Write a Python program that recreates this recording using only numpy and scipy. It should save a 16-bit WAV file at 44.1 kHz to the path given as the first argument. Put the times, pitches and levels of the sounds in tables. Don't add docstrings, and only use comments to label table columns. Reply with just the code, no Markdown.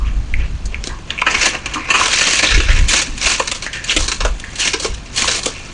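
import sys
import numpy as np
from scipy import signal
from scipy.fft import rfft, irfft
from scipy.io import wavfile
from scipy.ndimage import uniform_filter1d, minimum_filter1d

SR = 44100
rng = np.random.default_rng(int(sys.argv[2]) if len(sys.argv) > 2 else 0)


def dump_mix(stems):
    frames = np.atleast_2d(stems).T
    limited = np.clip(frames, -1, 1)
    pcm = np.round(limited * 32767).astype(np.int16)
    wavfile.write(sys.argv[1], SR, pcm)


N = 252693

# frequency in Hz, relative density in dB.
ROOM_TONE_SPECTRUM = [(60, 14.5), (150, 10), (280, 5.5), (450, -2.5), (1000, -5), (2500, -11.5),
                      (4500, -15), (7000, -36.5), (9500, -23)]
RUMBLE_SPECTRUM = [(15, -4), (24, 0), (35, -4.5), (50, -1.5), (70, -11), (110, -23), (200, -33),
                   (400, -46.5)]
# start in seconds, hold in seconds, level in dB.
HAND_SHIFTS = [(0.0, 0.11, -15.5), (0.17, 0.02, -14), (0.329, 0.092, -13), (0.514, 0.03, -19.5),
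               (0.657, 0.015, -16.5), (0.766, 0.032, -22.5), (0.91, 0.015, -23.5), (1.363, 0.03, -27.5),
               (1.67, 0.02, -30), (2.546, 0.034, -8.5), (2.69, 0.051, -8.5), (2.802, 0.023, -8),
               (3.106, 0.016, -21.5), (3.261, 0.01, -23), (3.988, 0.023, -15), (4.219, 0.089, -15.5),
               (4.906, 0.016, -20.5), (5.232, 0.03, -31)]

# frequency in Hz, bandwidth in Hz, relative strength in dB.
JAW_MODES = [(260, 290, -6.5), (407, 110, 2), (523, 123, -0.5), (790, 370, -13.5)]
MOUTH_MODES = [(880, 130, -10), (1076, 103, 10.5), (1222, 560, 3), (1380, 160, -9)]
TREAT_MODES = [(1750, 405, -1.5), (2120, 640, -1.5), (2365, 266, 1.5), (2852, 320, -6)]
SPLINTER_MODES = [(3130, 213, 0.24), (4253, 430, 0.92), (5790, 1150, -0.61), (6680, 1020, 0.1)]
FINE_FIBRE_MODES = [(7380, 570, -6.8), (8960, 290, 2.5), (10400, 610, 4)]
# low edge in Hz, high edge in Hz.
PART_BANDS = [(190, 830), (760, 1520), (1400, 6140), (3200, 6980), (6700, 8570)]
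# time in seconds, dB added to the mouth and taken from the jaw.
OPEN_MOUTH = [(0.0, -2), (0.87, -9.5), (1.22, 6.5), (1.5, -2), (1.95, 6), (2.45, -1.5), (3.4, 2),
              (3.97, -2), (4.15, 3), (4.7, -2), (5.73, -3)]

# start in seconds, length in seconds, pitch in Hz, level in dB.
MOUTH_POPS = [(0.008, 0.05, 1120, -30), (0.3398, 0.00073, 2200, -17.5), (0.7446, 0.00094, 2380, -21),
              (0.893, 0.027, 1750, -29), (0.899, 0.049, 1030, -28.5), (1.105, 0.00092, 3130, -17.5),
              (1.179, 0.0017, 2490, -23), (1.189, .004, 2460, -18.5), (1.2189, 0.0017, 2430, -12.5),
              (1.2204, .002, 1140, -13), (1.753, 0.023, 285, -22), (1.759, 0.018, 1170, -17),
              (1.795, 0.15, 2280, -18.5), (2.013, 0.0016, 1097, -13), (2.449, 0.076, 3640, -9.5),
              (2.574, 0.013, 348, -18.5), (2.692, 0.069, 1930, -16), (3.078, 0.045, 260, -25.5),
              (3.26, .0043, 2470, -16), (3.4, 0.0039, 1046, -16), (3.4007, 0.00085, 511, -16),
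              (3.665, 0.019, 1800, -20), (3.739, 0.073, 1750, -21.5), (3.896, 0.016, 3000, -11),
              (3.964, 0.0036, 337, -19.5), (4.25, 0.0034, 550, -15), (4.44, .0012, 1790, -26.5),
              (4.444, .063, 1810, -29.5), (4.611, 0.027, 2820, -13), (4.74, .003, 428, -20),
              (4.852, 0.0024, 446, -17.5), (5.244, .0015, 1070, -18.5), (5.55, 0.044, 2560, -29)]
# time in seconds, level in dB.
TREAT_RUBBING = [(0.0, -46), (1.05, -46.5), (1.7, -43.5), (2.8, -32), (3.6, -41), (4.4, -41), (4.8, -33.5),
                 (5.0, -43.5), (5.5, -35), (5.73, -39.5)]
# start in seconds, hold in seconds, level in dB,
# then hollow ring (jaw and mouth) and splinters, both in dB relative to that level.
JAW_STROKES = [(0.066, 0.012, -32, -18, -23), (0.406, 0.015, -29, -13, -30), (0.742, 0.011, -35, -3.5, -12),
               (0.86, 0.01, -35.5, -6, 3.5), (1.112, 0.012, -29, -4.5, -10), (1.192, 0.015, -28.5, -8, -11),
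               (1.29, 0.078, -22, -2, -7.5), (1.391, 0.097, -17.5, -11.5, -3.5),
               (1.538, 0.016, -24.5, 0, -6), (1.653, 0.15, -30, -4.5, -9), (1.906, 0.0088, -19, -2.5, -7),
               (1.961, 0.12, -19, -5, -0.5), (2.119, 0.27, -16.5, -11.5, 0), (2.44, 0.058, -18, -10, -2.5),
               (2.543, 0.22, -24.5, -13, -5), (2.912, 0.085, -15.5, -9, 0.5), (3.231, 0.11, -19, -8.5, 1.5),
               (3.39, 0.16, -33, -5, 1.5), (3.637, 0.012, -29.5, -9.5, -1),
               (3.749, 0.025, -26, -15.5, -7.5), (3.889, 0.033, -21.5, -10, -0.5),
               (3.995, 0.047, -29.5, 0, 8), (4.118, 0.029, -32, -3.5, 5.5), (4.253, 0.011, -30, 4.5, -0.5),
               (4.604, 0.08, -22.5, -9.5, 3), (4.832, 0.01, -32, 2, 10.5), (5.177, 0.081, -22, -5.5, 2.5),
               (5.302, 0.057, -24, -5.5, 5), (5.452, 0.033, -36, 5, 10)]
# start in seconds, length in seconds, level of the treat's ring in dB,
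# then hollow ring and splinters, both in dB relative to that level.
TREAT_CRACKS = [(0.655, 0.0041, -45.5, -5, 15), (0.84, 0.0013, -31.5, -14, 6.5),
                (0.872, 0.0015, -36.5, 1.5, 13), (1.107, 0.0015, -23.5, -21, -10),
                (1.216, 0.0019, -20, -7, -9), (1.265, 0.0068, -8.5, -8.5, -17.5),
                (1.304, 0.011, -16, -28, -4.5), (1.343, 0.0059, -11, -15, -8), (1.41, 0.019, -14, -15, 0.5),
                (1.455, 0.0088, -14, -5, 1.5), (1.551, 0.0011, -21, -10, -19),
                (1.659, 0.0022, -19.5, -10.5, -4), (1.737, 0.0066, -19.5, -14.5, -3.5),
                (1.903, 0.0044, -7.5, -12.5, -8.5), (1.939, 0.012, -7.5, -8.5, -12),
                (1.988, 0.024, -15, -6.5, -4.5), (2.031, .004, -16, -15, -4),
                (2.058, .0016, -23.5, -4, 4.5), (2.129, .0031, -15.5, -16.5, -3),
                (2.209, 0.0074, -13, -9.5, -3), (2.267, 0.007, -13.5, -10.5, -3.5),
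                (2.308, 0.002, -21, -10.5, -1), (2.333, .0018, -18, -10, 0), (2.39, 0.0041, -13, -14, -2),
                (2.427, 0.011, -9.5, -9, -3.5), (2.489, 0.0026, -17.5, -32, -13),
                (2.509, 0.0089, -11.5, -19.5, -4), (2.54, 0.0096, -12, -17, -4),
                (2.577, 0.0055, -20, -17, -7), (2.602, 0.0018, -16, -12, -7.5),
                          (2.685, 0.0053, -17.5, -11, -8.5), (2.702, 0.0051, -19.5, -15, -10.5),
                (2.788, 0.0029, -21, -21, -6), (2.883, 0.014, -15.5, -27, 2.5),
                (3.017, 0.0035, -22.5, -8, 5.5), (3.178, 0.0029, -28, -26, 1),
                (3.213, 0.0042, -24.5, -20, 3.5), (3.271, 0.0018, -20.5, -5.5, -8),
                (3.396, 0.0042, -17, -3, -3), (3.474, 0.0036, -23, -11, 5),
                (3.515, 0.003, -18.5, -9.5, 0.5), (3.547, .011, -29.5, -7, 4.5), (3.623, .004, -26, -10, 2),
                (3.664, 0.0019, -31, -0.5, -0.5), (3.731, 0.0032, -25, -20, -3.5),
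                (3.841, 0.0036, -27, -25, 2), (3.904, 0.005, -18, -30, -0.5), (3.964, 0.0043, -11, -13, -3),
                (4.08, 0.0058, -23.5, -4, 8), (4.117, 0.0022, -19, -10, 2), (4.204, 0.0085, -22.5, -2, 3.5),
                (4.249, 0.0033, -23.5, 3.5, 0), (4.399, 0.0016, -35.5, -13, 3.5),
                (4.556, .0039, -33, -24, 6), (4.593, 0.018, -23.5, -24, 7), (4.651, .0051, -20, -10, 1.5),
                (4.675, 0.0021, -14, -18, -7), (4.733, 0.0067, -17, -5, 2), (4.798, 0.004, -33.5, 0, 11.5),
                (4.845, 0.0043, -23, 2, 2), (4.94, 0.0046, -39.5, -23, 9.5),
                (5.162, 0.0027, -34, -19, 12.5), (5.174, 0.01, -16.5, -25, 3), (5.22, .002, -18.5, -11, 2),
                (5.276, 0.0078, -16.5, -7.5, 3.5), (5.31, 0.0077, -25, -13, 8),
                (5.341, 0.0094, -31, -4, 1.5), (5.432, .0025, -36.5, -6, 14),
                (5.458, 0.0031, -20, -0.5, 3.5)]


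def from_db(db):
    return 10 ** (np.asarray(db) / 20)


def rms_one(x):
    return x / np.sqrt(np.mean(x ** 2) + 1e-20)


def energy_one(x):
    return x / np.sqrt(np.sum(x ** 2) + 1e-20)


def evened(x, span_s):
    return x / np.sqrt(np.abs(uniform_filter1d(x ** 2, int(span_s * SR))) + 1e-12)


def swell(start_s, hold_s, rise_db_per_s, fall_db_per_s):
    age = np.arange(N) / SR - start_s
    return from_db(np.clip(np.minimum(age * rise_db_per_s, (hold_s - age) * fall_db_per_s), -120, 0))


def add(out, start_s, sound, db):
    start = int(start_s * SR)
    sound = from_db(db) * np.sqrt(SR / 100) * energy_one(sound)
    out[start:start + len(sound)] += sound[:N - start]


def coloured_noise(spectrum):
    hz, db = np.transpose(spectrum)
    bin_hz = np.maximum(np.fft.rfftfreq(N, 1 / SR), 1)
    gain = from_db(np.interp(np.log(bin_hz), np.log(hz), db, left=-60, right=-90))
    return rms_one(irfft(rfft(rng.standard_normal(N)) * gain, N))


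def room(x, near_db, near_t60_s, far_db, far_t60_s, dull_hz):
    t = np.arange(SR // 2) / SR
    near, far = rng.standard_normal((2, len(t))) * (t > .002)
    far = signal.sosfilt(signal.butter(1, dull_hz, fs=SR, output="sos"), far)
    reflections = from_db(near_db) * energy_one(near * from_db(-60 * t / near_t60_s))
    tail = from_db(far_db) * energy_one(far * from_db(-60 * t / far_t60_s))
    return x + signal.oaconvolve(x, reflections + tail)[:N]


def handling(gain_db, steady_hand_db):
    power = from_db(steady_hand_db) ** 2
    for start, hold, db in HAND_SHIFTS:
        nudge = from_db(db) * swell(start, hold, rise_db_per_s=400, fall_db_per_s=176)
        power = power + nudge ** 2
    return from_db(gain_db) * np.sqrt(power) * evened(coloured_noise(RUMBLE_SPECTRUM), span_s=.06)


def fractures(per_s, spread_db, size):
    breaks = rng.random(size) < per_s / SR
    strengths = from_db(spread_db * np.minimum(rng.exponential(1, size), 4))
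    return breaks * strengths * rng.choice([-1, 1], size)


def avalanche(length_s, per_s, spread_db, first_snap, fade, rise, size=2600):
    age = np.arange(size) / SR / length_s
    clicks = fractures(per_s, spread_db, size) * (1 - np.exp(-age / rise)) * np.exp(-fade * age)
    clicks[0] = first_snap
    return clicks


def mouth_pops(width_share, tick_db, tick_band_hz):
    out = np.zeros(N)
    wet = signal.butter(2, tick_band_hz, "band", fs=SR, output="sos")
    for start, length, hz, db in MOUTH_POPS:
        half_width = width_share * hz / 2
        cavity = signal.butter(2, [hz - half_width, hz + half_width], "band", fs=SR, output="sos")
        clicks = avalanche(length, per_s=2400, spread_db=4.5, first_snap=5.5,
                           fade=0.92, rise=0.13, size=12000)
        add(out, start, signal.sosfilt(cavity, clicks), db)
        add(out, start, signal.sosfilt(wet, clicks), db + tick_db)
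    return out


def part_ring(modes, band_hz, stretch, scatter_db, size=1400):
    t = np.arange(size) / SR
    ring = np.zeros(size)
    for k, (hz, width, db) in enumerate(modes):
        strength = (-1) ** k * from_db(db + scatter_db * rng.standard_normal()) * width
        ring += strength * np.exp(-np.pi * width * t) * np.cos(2 * np.pi * hz * stretch * t)
    band = signal.butter(3, np.array(band_hz) * stretch, "band", fs=SR, output="sos")
    return energy_one(signal.sosfilt(band, ring))


def bite_poses(shift, scatter_db, count=13):
    parts = [JAW_MODES, MOUTH_MODES, TREAT_MODES, SPLINTER_MODES, FINE_FIBRE_MODES]
    stretches = np.exp(shift * np.linspace(-1, 1, count))
    return np.array([[part_ring(modes, band, stretch, scatter_db)
                      for modes, band in zip(parts, PART_BANDS)] for stretch in stretches])


def sizzle_db(splinter_db, treat_db, offset_db=-10, brittleness=0.33):
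    return splinter_db + offset_db + brittleness * np.clip(splinter_db - treat_db, -12, 8)


def jaw_effort(rub_hollow_db, rub_splinter_db):
    rubbing_db = np.interp(np.arange(N) / SR, *np.transpose(TREAT_RUBBING))
    power = from_db([rubbing_db, rubbing_db + rub_hollow_db, rubbing_db + rub_splinter_db]) ** 2
    for start, hold, db, hollow_db, bright_db in JAW_STROKES:
        stroke = swell(start, hold, rise_db_per_s=445, fall_db_per_s=270)
        power += from_db([[db], [db + hollow_db], [db + bright_db]]) ** 2 * stroke ** 2
    level, hollow, bright = 10 * np.log10(power)
    return level, hollow - level, bright - level


def grinding(effort, poses, stick_db, slip_s, jaw_db, mouth_db, treat_db, splinter_db, pose_samples=256):
    level_db, hollow_db, bright_db = effort
    slips = rms_one(uniform_filter1d(rng.standard_normal(N), int(slip_s * SR)))
    clicks = fractures(per_s=4000, spread_db=2.0, size=N) * from_db(stick_db * slips)
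    pose_now = np.repeat(rng.integers(len(poses), size=N // pose_samples + 1), pose_samples)[:N]
    rings = sum(signal.oaconvolve((clicks * (pose_now == k))[None], parts, axes=1)[:, :N]
                for k, parts in enumerate(poses))
    shards_db = bright_db + splinter_db
    parts_db = [hollow_db + jaw_db, hollow_db + mouth_db, treat_db,
                shards_db, sizzle_db(shards_db, treat_db)]
    return sum(from_db(level_db + db) * evened(ring, span_s=0.02) for db, ring in zip(parts_db, rings))


def stalls(crack_lengths, dip_db):
    stuck = np.zeros(N)
    for start, length, *_ in TREAT_CRACKS:
        stuck[int((start - crack_lengths * length) * SR):int(start * SR)] = 1
    return from_db(dip_db * uniform_filter1d(stuck, size=256))


def crumbs(effort, per_s, length_s, relative_db, spread_db):
    level_db, hollow_db, bright_db = effort
    moments = np.flatnonzero(rng.random(N) < per_s / SR)
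    crumb_db = level_db + relative_db + spread_db * rng.standard_normal(N)
    return [(i / SR, length_s, crumb_db[i], hollow_db[i], bright_db[i]) for i in moments]


def cracks(rows, poses, rise_s):
    out = np.zeros(N)
    for start, length, treat_db, hollow_db, bright_db in rows:
        clicks = avalanche(length, per_s=4500, spread_db=3.0, first_snap=1.63,
                           fade=0.56, rise=rise_s / length)
        open_db = np.interp(start, *np.transpose(OPEN_MOUTH))
        low_db, splinter_db = treat_db + hollow_db, treat_db + bright_db
        parts_db = [low_db - open_db, low_db + open_db, treat_db,
                    splinter_db, sizzle_db(splinter_db, treat_db)]
        pose = poses[rng.integers(len(poses))]
        for ring, db in zip(pose, parts_db):
            add(out, start, signal.fftconvolve(clicks, ring), db)
    return out


def scene():
    rumble = handling(gain_db=0.5, steady_hand_db=-35)
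    room_tone = from_db(-36.5) * coloured_noise(ROOM_TONE_SPECTRUM)
    poses = bite_poses(shift=0.1, scatter_db=2.5)
    effort = jaw_effort(rub_hollow_db=-5.5, rub_splinter_db=-1)
    pops = mouth_pops(width_share=0.23, tick_db=-22.5, tick_band_hz=[1190, 8000])
    fibres = grinding(effort, poses, stick_db=-0.56, slip_s=0.004,
                      jaw_db=-8, mouth_db=-5.0, treat_db=-3.44, splinter_db=-2.02)
    fibres *= stalls(crack_lengths=1.27, dip_db=-1.5)
    crumb_rows = crumbs(effort, per_s=25, length_s=.003, relative_db=-3.5, spread_db=2.5)
    bites = cracks(TREAT_CRACKS + crumb_rows, poses, rise_s=0.0023)
    chewing = room(bites + pops + fibres, near_db=-15, near_t60_s=0.065,
                   far_db=-15, far_t60_s=.22, dull_hz=3770)
    return (chewing + rumble + room_tone)[None]


def record(dry, ceiling=.93, limiter_samples=48, cutoff_hz=9800):
    needed_gain = np.minimum(1, ceiling / (np.abs(dry) + 1e-9))
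    gain = uniform_filter1d(minimum_filter1d(needed_gain, limiter_samples), limiter_samples)
    top_cut = signal.firwin(301, cutoff_hz, fs=SR)
    return signal.oaconvolve(dry * gain, top_cut[None], mode="same", axes=1)


dry = scene()
out = record(dry)
dump_mix(out)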